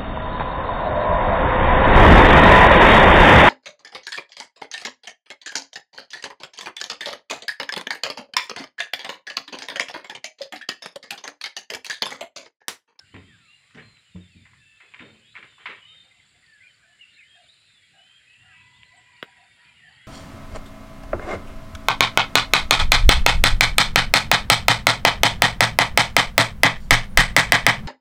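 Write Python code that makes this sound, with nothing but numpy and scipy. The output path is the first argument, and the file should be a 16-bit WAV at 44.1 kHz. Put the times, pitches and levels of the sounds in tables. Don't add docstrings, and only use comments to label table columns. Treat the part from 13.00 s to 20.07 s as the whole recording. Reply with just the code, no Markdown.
import sys
import numpy as np
from scipy import signal
from scipy.io import wavfile
from scipy.ndimage import uniform_filter1d

SR = 44100
rng = np.random.default_rng(int(sys.argv[2]) if len(sys.argv) > 2 else 0)


def store_wav(level_fs):
    pcm = np.round(np.clip(np.atleast_2d(level_fs), -1, 1) * 32767)
    wavfile.write(sys.argv[1], SR, pcm.T.astype(np.int16))


def ratio(d):
    e = np.asarray(d, float) / 20
    return 10 ** e


N = 311787
DECK_S = 3.5


def evened(x):
    return x / np.sqrt(np.mean(x ** 2) + 1e-20)


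def read(points, hz):
    f, value = np.transpose(points)
    return np.interp(np.log(hz + 1), np.log(f + 1), value)


def curve(rows, column=1):
    rows = np.array(rows)
    return np.interp(np.arange(N) / SR, rows[:, 0], rows[:, column])


def add(mix, s, sound):
    at = round(s * SR)
    part = mix[max(at, 0):max(at + len(sound), 0)]
    part += sound[max(-at, 0):][:len(part)]


def resonate(x, hz, width):
    r = np.exp(-np.pi * width / SR)
    return 2 * signal.lfilter([1 - r], [1, -r * np.exp(2j * np.pi * hz / SR)], x).real


def band(x, hz, width):
    return resonate(resonate(x, hz, width), hz, width)


def wander(count, span_s):
    size = max(int(span_s * SR), 2)
    smooth = uniform_filter1d(rng.standard_normal(count), size)
    return evened(uniform_filter1d(smooth, size))


def causal(points):
    level_db = np.maximum(read(points, abs(np.fft.fftfreq(4096, 1 / SR))), -90)
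    log_gain = np.log(ratio(level_db))
    return np.fft.ifft(np.exp(np.conj(signal.hilbert(log_gain)))).real[:1024]


def trees(x, t60):
    t = np.arange(SR // 2) / SR
    signs = rng.choice([-1., 1.], len(t))
    sparse = rng.random(len(t)) < .05
    echoes = signs * sparse * ratio(-60 * t / t60) * (t > .008)
    return signal.oaconvolve(x, echoes / np.linalg.norm(echoes))[:N]


def whistles(rows, flutter_db, waver, edge, waver_s=0.0046):
    out = np.zeros(N)
    flutter = wander(N + SR, 0.0045)
    drift = wander(N + SR, waver_s)
    for k, (s, length, *hz, db) in enumerate(rows):
        u = np.linspace(0, 1, int(length * SR))
        start = k * 7919 % N
        own = slice(start, start + len(u))
        bend = hz[0] * (1 - u) * (1 - 2 * u) + 4 * hz[1] * u * (1 - u) + hz[2] * u * (2 * u - 1)
        pitch = bend * (1 + waver * drift[own])
        shape = signal.windows.tukey(len(u), np.clip(edge, 0, 1)) * ratio(db + flutter_db * flutter[own])
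        add(out, s, np.sqrt(2) * shape * np.sin(2 * np.pi * np.cumsum(pitch) / SR))
    return out


def arched(rows, depth):
    return [(s, n, hz * (1 - depth), hz, hz * (1 - depth), db) for s, n, hz, db in rows]


# (frequency [Hz], level per Hz [dB])
AIR_COLOUR = [(15, -34), (25, -9), (38, -12), (110, -1.5), (305, -13.5), (1020, -15.5), (1410, -8),
              (2060, -3), (4730, -10), (6190, -27.5), (7280, -8), (8100, -16), (10000, -20.5),
              (11500, -36.5), (15400, -35.5)]
# (time [s], level [dB])
FARM_MURMUR = [(0, -1), (.5, -0.5), (.9, -0.5), (1.3, -3.5), (1.75, -6), (2.1, 2), (2.28, -7), (2.55, -4),
               (2.9, 1.5), (3.4, -0.5), (4.1, -1.5), (4.7, -3), (5.3, 1), (5.6, 1.5), (6.1, 0.5), (6.6, 4),
               (7.07, 4.5)]


def air():
    patchy_db, murmur_hz, murmur_octaves = 3.2, 850, 1.3
    a, b, patches = rng.standard_normal((N // 256 + 5, 513, 3)).T
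    patches = uniform_filter1d(patches, size=10, axis=0)
    patches = evened(uniform_filter1d(patches, size=14, axis=1))
    hz = np.fft.rfftfreq(1024, 1 / SR)[:, None]
    swell_db = np.interp(np.arange(a.shape[1]) * 256 / SR, *np.transpose(FARM_MURMUR))
    murmur_db = np.exp(-(np.log2((hz + 1) / murmur_hz) / murmur_octaves) ** 2) * swell_db
    patch_db = patchy_db * patches / (1 + (hz / 4000) ** 2)
    z = (a + 1j * b) * ratio(read(AIR_COLOUR, hz) + murmur_db + patch_db)
    return ratio(-62.5) * evened(signal.istft(z, nperseg=1024, noverlap=768)[1][:N])


# (time [s], level [dB], extra level of its high voices [dB])
FLOCK_LEVELS = [(0.0, -69, 5), (0.39, -62, 4.5), (0.94, -65, 0.5), (2.24, -61, 0.5), (2.81, -55, 7),
                (2.97, -58, 3), (3.17, -68.5, 11), (3.62, -63.5, -18), (3.96, -63.5, -4),
                (4.19, -53.5, -0.5), (4.53, -62, 11.5), (4.98, -60, -5), (5.57, -55.5, -3),
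                (5.93, -60, -2.3), (7.07, -50.5, -10.5)]
# (frequency [Hz], level per Hz [dB])
FLOCK_VOICES = [(650, -48), (1100, -23), (1400, -13), (2070, 2.5), (3070, 1.5), (4050, -2), (4750, -17),
                (5200, -30), (6760, -47), (11400, -120)]


def flock():
    s, length, place, bend, size = rng.random((1100, 5)).T
    hz = 1350 * (4200 / 1350) ** place
    high_db = curve(FLOCK_LEVELS, column=2)[(s * N).astype(int)] * (2 * place - 1)
    db = read(FLOCK_VOICES, hz) + high_db + 4 * size
    first_hz = hz * (1.08 - 0.1603 * bend)
    last_hz = hz * (.92 + 0.158 * bend)
    rows = np.transpose([s * N / SR, .025 + .07 * length ** 2, first_hz, hz, last_hz, db])
    notes = whistles(rows, flutter_db=6, waver=0.0097, edge=0.44)
    return ratio(curve(FLOCK_LEVELS) - 2) * evened(.15 * notes + trees(notes, .6))


# (time [s], length [s], middle pitch [Hz], level [dB])
RISING_NOTES = [(.04, 0.065, 2800, -65), (0.109, .09, 3060, -63), (0.236, 0.083, 3210, -65.5),
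                (0.403, .08, 2620, -68), (0.476, .1, 2800, -58.5), (.6, .13, 1150, -77),
                (2.82, .15, 1240, -71.5), (2.802, .18, 3056, -54.5), (4.954, .26, 3103, -58),
                (5.25, 0.26, 2700, -59), (6.973, 0.09, 3290, -62)]
# (time [s], length [s], middle pitch [Hz], fall [Hz], level [dB])
FALLING_NOTES = [(-.01, 0.062, 1547, 180, -61), (0.274, 0.095, 1760, 490, -59.5),
                 (0.371, 0.15, 1323, 362, -69), (.935, .07, 3990, 300, -63), (1.117, .07, 3580, 300, -66),
                 (1.2, .075, 3620, 250, -62), (1.29, .06, 2650, 350, -63), (1.349, .1, 2330, 250, -67),
                 (1.8, .12, 2570, 80, -63.5), (1.799, 0.11, 3430, 100, -70), (2.53, 0.062, 3520, 150, -62),
                 (1.554, 0.098, 1750, 230, -66.5), (2.86, .19, 3670, 110, -54.5),
                 (3.42, .05, 1890, 80, -66), (3.465, .14, 1739, 200, -58), (3.598, 0.072, 1530, 150, -64),
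                 (3.67, 0.064, 3080, 250, -63.5), (3.845, 0.13, 1740, 110, -64.5),
                 (4.059, 0.16, 2790, 210, -64), (4.741, 0.064, 3480, 201, -60.5),
                 (4.8, .09, 3300, 100, -67), (4.929, .1, 1600, 120, -67.5), (5.44, .12, 1350, 300, -66),
                 (5.481, 0.069, 1653, 252, -60), (6.282, 0.08, 1650, 230, -63.5),
                 (6.816, 0.082, 1790, 130.3, -54.5)]
# (time [s], length [s], pitch
# [Hz], level [dB])
HELD_NOTES = [(.811, .135, 4150, -62), (1.047, 0.058, 2960, -64.5), (1.4, .05, 3550, -67),
              (1.355, 0.045, 3760, -67), (1.17, .1, 3080, -74), (4.66, 0.083, 3660, -64.5),
              (1.59, 0.213, 2660, -62), (1.56, .24, 3540, -69.5), (1.64, 0.24, 1760, -68.5),
              (2.02, .17, 3080, -68), (1.958, 0.19, 3670, -62), (2.007, 0.176, 4310, -71.5),
              (2.465, .065, 3680, -66), (3.92, .049, 2960, -65.5), (4.29, 0.083, 3220, -57.5),
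              (5.52, 0.11, 2290, -64), (5.522, .12, 2600, -57.5), (6.393, 0.2, 3620, -71),
              (4.385, .06, 3230, -67), (1.31, .07, 4430, -69)]


def songs():
    rise_hz_per_s, bow, sag = 1550, 0.0123, 0.012
    notes = []
    for s, n, hz, db in RISING_NOTES:
        half_rise = rise_hz_per_s * n / 2
        notes.append((s, n, hz * (1 - bow) - half_rise, hz, hz * (1 - bow) + half_rise, db))
    for s, n, hz, fall, db in FALLING_NOTES:
        notes.append((s, n, hz + fall / 2, hz, hz - fall / 2, db))
    for s, n, hz, db in HELD_NOTES:
        notes.append((s, n, hz, hz, hz * (1 - sag), db))
    return whistles(notes, flutter_db=2.6, waver=.004, edge=.3)


# (time [s], level [dB])
CRICKET_TRIPLETS = [(2.971, -67), (3.217, -67), (3.458, -65), (3.702, -65.5), (5.63, -72), (5.879, -66),
                    (6.124, -64.5), (6.366, -67.5), (6.607, -64), (6.883, -62)]
# ((pitch [Hz], width [Hz], pulse rate [1/s]), [(time [s], length [s], level [dB]), ..])
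INSECT_TRILLS = [
    ((9240, 120, 68), [(.42, 0.41, -84), (1.45, 0.38, -82.5), (2.33, 0.44, -83.5), (3.3, 0.45, -87), (4.27, .4, -76.5), (5.25, .4, -81.5), (6.1, 0.51, -82)]),
    ((10100, 330, 90), [(4.55, 0.89, -83.5), (6.3, 1, -80.5)]),
    ((10850, 150, 80), [(4.85, 1.1, -93)]),
    ((8600, 200, 16), [(2.9, 2, -84.5)]),
    ((7260, 350, 32), [(0.00065, 6.4, -79.5)]),
    ((4810, 310, 90), [(0.001, 7.1, -82.5)]),
]


def crickets():
    gap_s = .0352
    rows = [(s + k * gap_s, .018, 4750, 4480, 4150, db) for s, db in CRICKET_TRIPLETS for k in range(3)]
    out = whistles(rows, flutter_db=-2.5, waver=0.0046, edge=0.93)
    for (hz, width, rate), trills in INSECT_TRILLS:
        for s, length, db in trills:
            t = np.arange(int(length * SR)) / SR
            beat = np.pi * rate * t + 0.31 * wander(len(t), 0.098)
            strokes = np.maximum(np.sin(beat) ** 2 - .2, 0)
            wing = band(rng.standard_normal(len(t)), hz, width)
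            fade = signal.windows.tukey(len(t), min(0.18 / length, 1))
            add(out, s, ratio(db) * evened(strokes * wing) * fade)
    return out


# (time [s], width [s], level [dB])
BREEZE_GUSTS = [
    (.15, 0.19, -68),
    (.87, .1, -62.5),
    (1.5, 0.14, -64),
    (2.2, 0.24, -68),
    (2.9, 0.13, -68),
    (5.7, 0.38, -70),
    (6.88, 0.14, -64.5),
]


def breeze():
    low = band(rng.standard_normal(N), 104.7, 82)
    t = np.arange(N) / SR
    calm = ratio(-78.5)
    gusts = calm + sum(ratio(db) * np.exp(-((t - s) / width) ** 2) for s, width, db in BREEZE_GUSTS)
    return gusts * ratio(3.5 * wander(N, .04)) * evened(low)


# (time [s], peak level [dB], pitch [Hz], time to fall 60 dB [s])
DECK_THUMPS = [(.133, -40.5, 93.2, 0.57), (.135, -37.5, 269.6, 0.31), (.141, -45.5, 176.8, 0.64),
               (.269, -50.5, 111, 0.44), (.741, -42, 150, 0.46), (.745, -37, 234, 0.22),
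               (0.759, -50, 420, 0.25), (1.145, -31, 179.7, 0.26), (1.15, -37, 92, 0.4),
               (1.15, -42.5, 320, 0.27), (1.345, -39, 175, 0.23), (1.345, -44.5, 90, 0.43),
               (2.0, -40, 217.4, 0.5), (2.01, -48, 397, 0.48), (2.38, -54, 340, 0.36),
               (2.42, -52.5, 128, .23), (2.685, -43, 396, 0.27)]


def thumps():
    out, t = np.zeros(N), np.arange(SR // 2) / SR
    swell = np.sin(np.pi / 2 * np.minimum(t / .011, 1)) ** 2
    for s, db, hz, t60 in DECK_THUMPS:
        share = np.clip(0.57 - 0.04 * (db + 42) + .12 * np.log2(hz / 180), 0, 1)
        shaken = band(rng.standard_normal(len(t)), hz, 1.45 * hz)
        shaken = evened(band(shaken, hz, 1.45 * hz))
        clean = np.sqrt(2) * np.sin(2 * np.pi * hz * t)
        tone = (1 - share) * clean + share * shaken
        add(out, s, ratio(db - 60 * t / t60) * swell * tone)
    return out


# (time [s], peak level [dB], pitch [Hz])
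SLAT_TAPS = [(.144, -41, 1900), (.1512, -40.5, 2110), (.1544, -40, 1880), (.7502, -46, 1880),
             (.7769, -42, 1710), (.7845, -42, 1760), (.7894, -40, 2150), (.7941, -39, 1760),
             (.7972, -38, 1770), (.8058, -43, 1920), (.9689, -49, 2510), (.9719, -48, 2760),
             (.9798, -49, 2270), (1.158, -50, 1000), (1.4539, -44, 2130), (1.4573, -41, 2000),
             (1.535, -50.5, 1050), (1.5407, -47, 2090), (1.8034, -44, 2130), (1.8104, -42, 2350),
             (1.8138, -43, 1950), (1.8196, -43, 2070), (1.9386, -35, 2450), (1.9455, -38, 2250),
             (1.9492, -40, 1880), (1.9923, -38, 2240), (1.9963, -34.5, 2300), (1.9994, -37, 2620),
             (2.0038, -40, 1700), (2.0084, -43, 1610), (2.3539, -31, 2180), (2.3601, -35, 2210),
             (2.3647, -29, 2350), (2.3685, -37, 1870), (2.3759, -35, 1880), (2.3826, -38, 1790),
             (2.4283, -35, 2160), (2.434, -39, 1800), (2.583, -47.5, 1070), (2.6577, -25, 2100),
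             (2.659, -31, 1025), (2.6614, -24, 2170), (2.663, -29, 3100), (2.6667, -30, 1970),
             (2.6712, -30, 2180), (2.6746, -30, 1930), (2.6808, -34, 1630), (2.6865, -34, 2010),
             (2.6995, -30, 2100), (2.7034, -31, 2060), (2.7089, -34, 1830), (2.7177, -33, 2250),
             (2.7226, -34, 2400), (2.7355, -34, 1870)]


def taps():
    out = np.zeros(int(DECK_S * SR))
    cycles = 1.6
    for s, db, hz in SLAT_TAPS:
        u = np.arange(600) / SR * hz / cycles
        add(out, s - cycles / hz, ratio(db) * u * np.exp(1 - u) * np.sin(2 * np.pi * cycles * u))
    return out


# (time [s], peak level [dB], time to fall 60 dB [s], level of hollow part [dB])
SLAT_RATTLES = [(0.142, -32.5, 0.16, 2), (.159, -43, 0.35, -12), (.705, -48, 0.11, -25),
                (.747, -37, 0.24, -4), (.774, -37, 0.21, -10), (0.795, -38.5, 0.22, -23),
                (0.88, -51, 0.26, -28), (.966, -50, 0.16, -32), (1.16, -43.5, 0.22, -14),
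                (1.454, -41, 0.23, -40), (1.531, -44, .15, -30), (1.8025, -39, .2, -30),
                (1.82, -48, .35, -4), (1.915, -47, 0.16, -30), (1.938, -31.5, 0.18, -20),
                (1.9913, -32, .2, -40), (2.006, -41, .65, -5), (2.342, -41, 0.11, -30),
                (2.353, -29.5, 0.2, -30), (2.364, -31, .14, -16), (2.426, -31, 0.17, -13.5),
                (2.521, -47, 0.23, -28), (2.585, -45, 0.4, -8), (2.595, -43, 0.43, -18),
                (2.6564, -19, 0.19, -32), (2.697, -29, 0.2, -28), (2.718, -39, 0.35, -34)]
# (time [s], peak level [dB])
GRIT_SCUFFS = [
    (.705, -61),
    (.747, -50),
]
# (frequency [Hz], width [Hz] to which 120 is added, level [dB])
SLAT_RINGS = [(1037, 25, 4.5), (1360, 28, -10), (1830, 170, 0), (2190, 180, -3), (2530, 66, 2),
              (2870, 45, -8), (3300, 30, 2), (3700, 50, -9)]
# (frequency [Hz], level per Hz [dB])
KNOCK_COLOUR = [(290, -31), (500, -14), (800, -12), (1050, -4), (1140, -1.5), (2170, 1.5), (3410, -8),
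                (5700, -33), (9380, -42), (15000, -92)]


def rattles():
    knocks, hollow, bright = np.zeros((3, int(DECK_S * SR)))
    strengths = ratio(2 * np.minimum(rng.exponential(1, N), 3))
    grains = strengths * (rng.random(N) < .3)
    chatter = evened(rng.standard_normal(N) * grains * ratio(1.6 * wander(N, .003)))
    t = np.arange(SR // 2) / SR
    for s, db, t60, hollow_db in SLAT_RATTLES:
        own = chatter[round(s * SR):][:len(t)]
        burst = 0.13 * own * ratio(-60 * t / t60) * np.minimum(t / 0.00096, 1)
        burst[0] += .3
        add(knocks, s, ratio(db) * burst)
        add(hollow, s, ratio(db + hollow_db) * burst * np.minimum(t / 0.016, 1))
        add(bright, s, ratio(-58 + .3 * db) * burst)
    for s, db in GRIT_SCUFFS:
        add(bright, s, ratio(db - 60 * t / 0.19) * .18 * chatter[round(s * SR):][:len(t)])
    broad = causal(KNOCK_COLOUR)
    broad_part = signal.oaconvolve(knocks, broad / abs(broad).max())[:len(knocks)]
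    rings = sum(ratio(db) * band(knocks, hz, width + 120) for hz, width, db in SLAT_RINGS)
    hollow_part = band(band(hollow, 440, 420), 440, 420) + ratio(-6) * band(hollow, 850, 700)
    bright_part = band(band(bright, 5200, 2700), 5200, 2700)
    deck = ratio(-4.5) * broad_part + ratio(4.0) * rings
    deck = deck + ratio(24.0) * hollow_part + ratio(7.5) * bright_part + taps()
    return np.pad(deck, (0, N - len(deck)))


# (time [s], length [s], start pitch [Hz], end pitch [Hz], level [dB])
PEEP_SWEEPS = [(5.96, .045, 8470, 7400, -64.5), (3.27, 0.055, 8150, 7500, -71.5),
               (4.432, .02, 4400, 3800, -63), (4.225, 0.073, 2850, 3200, -63),
               (4.12, 0.045, 3350, 4050, -64), (4.48, .045, 3500, 4030, -59),
               (4.482, 0.071, 3910, 4140, -62.5), (5.72, 0.0643, 3200, 3750, -61.5),
               (3.82, .035, 1750, 1430, -60), (6.57, .08, 1800, 1950, -60), (4.34, .05, 1930, 1520, -60.5),
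               (4.16, 0.039, 2030, 2600, -57), (4.18, 0.061, 2650, 2250, -53.5),
               (4.195, .07, 2190, 2040, -57), (3.6, 0.034, 1940, 2190, -56),
               (3.685, 0.0294, 2200, 1700, -62), (3.985, .03, 2050, 2300, -57),
               (2.215, .06, 2850, 3500, -62), (2.26, .09, 3250, 3650, -64), (2.25, .09, 3500, 4150, -64),
               (4.005, .05, 2920, 2640, -47), (3.99, .015, 2800, 2900, -60), (6.57, .05, 1400, 1900, -64),
               (6.885, 0.031, 1720, 1480, -65), (4.452, .03, 3600, 2900, -65), (4.55, .08, 4150, 3850, -67),
               (6.76, .06, 2300, 1880, -65), (2.3, .05, 3700, 4100, -64), (5.84, .04, 3950, 4300, -68)]
# (time [s], length [s], top pitch [Hz], level [dB])
PEEP_ARCHES = [
    (4.12, 0.063, 4120, -64),
    (3.628, 0.0555, 2420, -52.5),
    (6.6, 0.161, 2420, -62.5),
]
# (time [s], level [dB])
PEEP_CHIPS = [(2.86, -58), (2.945, -62), (3.11, -61), (3.195, -61.5), (3.345, -63), (3.43, -61)]


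def peeping():
    chip_s, chip_hz, fall_hz = 0.0197, 2059, 140
    sweeps = [(s, n, a, (a + b) / 2, b, db) for s, n, a, b, db in PEEP_SWEEPS]
    chips = [(s, chip_s, chip_hz + fall_hz / 2, chip_hz, chip_hz - fall_hz / 2, db) for s, db in PEEP_CHIPS]
    notes = sweeps + arched(PEEP_ARCHES, depth=.059) + chips
    return whistles(notes, flutter_db=2.5, waver=.02, edge=.4, waver_s=.0012)


# (time [s], peak level [dB], contact pitch [Hz], contact length [ms], ringing level [dB])
STICK_CONTACTS = [
    (5.8326, -31, 2650, 1.37, -22),
    (6.2273, -15.5, 2610, 0.82, -0.5),
    (6.2278, -22, 3000, 0.56, -18),
    (6.2282, -25, 427, 2.86, -7),
    (6.2343, -29.5, 1740, 1.64, -16),
    (2.6565, -52, 12000, .3, -18),
]
# (frequency [Hz], level [dB], ring time [s], of which 0.32, at most 0.05 s,
# is the fall by 60 dB)
STICK_RINGS = [(288, -33, 0.13), (516, -9, 0.048), (1320, -7, 0.068), (1570, -1, 0.055), (1990, 4.5, 0.017),
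               (3000, -20, 5.0), (3395, -14, 0.1), (3860, -8.5, 0.046), (4587, -36, 0.079)]


def stick():
    out, t = np.zeros(N), np.arange(4000) / SR
    ring = np.zeros(len(t))
    for hz, level, t60 in STICK_RINGS:
        ring += ratio(level - 60 * t / min(0.32 * t60, .05)) * np.sin(2 * np.pi * hz * t)
    for s, db, hz, ms, ring_db in STICK_CONTACTS:
        u = np.arange(int(ms * SR / 1000)) / SR
        contact = np.hanning(len(u)) * np.cos(2 * np.pi * hz * (u - u.mean()))
        rung = np.convolve(contact, ring)[:len(t)]
        splinter = 0.018 * rng.standard_normal(len(t)) * ratio(-60 * t / 0.04)
        add(out, s, ratio(db) * contact)
        add(out, s, ratio(db + ring_db) * (rung / abs(rung).max() + splinter))
    out = signal.sosfilt(signal.butter(2, 160, "high", fs=SR, output="sos"), out)
    return out + ratio(-15.0) * trees(out, 0.096)


# (time [s], length [s], top pitch [Hz], level [dB])
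HEN_CLUCKS = [(2.89, .1, 521, -76), (3.02, .1, 520, -76.5), (3.035, 0.057, 745, -73),
              (3.15, 0.045, 750, -75), (3.33, .08, 721, -77.5), (3.813, .14, 722, -74),
              (4.332, .14, 697, -63.5), (4.92, 0.12, 735, -65.5), (5.415, .11, 743, -68),
              (5.914, 0.092, 697, -63.5), (6.254, .056, 754, -64.5), (6.352, 0.125, 746, -64.5),
              (6.82, 0.12, 760, -68), (6.88, .14, 890, -72)]


def hens():
    return whistles(arched(HEN_CLUCKS, depth=.03), flutter_db=2.1, waver=.06, edge=.7)


# (time [s], pitch [Hz], level [dB])
ROOSTER_CROW = [
    (5.3, 965, -70),
    (5.5, 975, -62),
    (5.75, 1006, -56),
    (5.86, 996, -59.5),
    (6.0, 985, -60),
    (6.17, 966, -59.5),
    (6.4, 956, -60),
    (6.5, 966, -62),
    (6.56, 950, -70),
]
# (multiple of the pitch, level [dB])
ROOSTER_TONES = [
    (1, -20),
    (2, 0),
    (3, -17),
]


def rooster():
    turns = np.cumsum(curve(ROOSTER_CROW) * (1 + .011 * wander(N, .003))) / SR
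    voice = np.zeros(N)
    for k, db in ROOSTER_TONES:
        voice += ratio(db + 3.5 * wander(N, .011)) * np.sin(2 * np.pi * k * turns)
    t = np.arange(N) / SR
    start, end = ROOSTER_CROW[0][0], ROOSTER_CROW[-1][0]
    sounding = np.clip(np.minimum(t - start, end - t) / 0.014, 0, 1)
    break_db = -9 * np.exp(-((t - 6.34) / .02) ** 2)
    return ratio(curve(ROOSTER_CROW, column=2) + break_db) * voice * sounding


# (time [s], length [s], top pitch [Hz], level [dB])
FAR_ROOSTER_CROW = [
    (5.5, 0.74, 990, -70.5),
    (6.24, .22, 985, -71.5),
    (6.56, 0.18, 964, -72.5),
]


def far_rooster():
    return whistles(arched(FAR_ROOSTER_CROW, .015), flutter_db=4, waver=.022, edge=.15, waver_s=.006)


def scene():
    birds = songs()
    deck = rattles()
    peeps = peeping()
    fowl = hens() + rooster() + far_rooster()
    far = flock() + crickets()
    far = far + birds + ratio(-7.5) * trees(birds, 0.42)
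    far = far + peeps + ratio(-7.0) * trees(peeps, 0.25)
    far = far + fowl + ratio(-2.5) * trees(fowl, 0.24)
    near = deck + ratio(-8.0) * trees(deck, 0.31) + thumps() + stick()
    return (air() + far + breeze() + near)[None]


def top_cut(x):
    return signal.sosfilt(signal.butter(12, 15600, fs=SR, output="sos"), x)


def record(dry):
    no_top = signal.sosfilt(signal.ellip(8, .5, 60, 15550, fs=SR, output="sos"), dry)
    mix = signal.sosfilt(signal.butter(2, 45, "high", fs=SR, output="sos"), no_top)
    return top_cut(mix)


dry = scene()
out = record(dry)
store_wav(out)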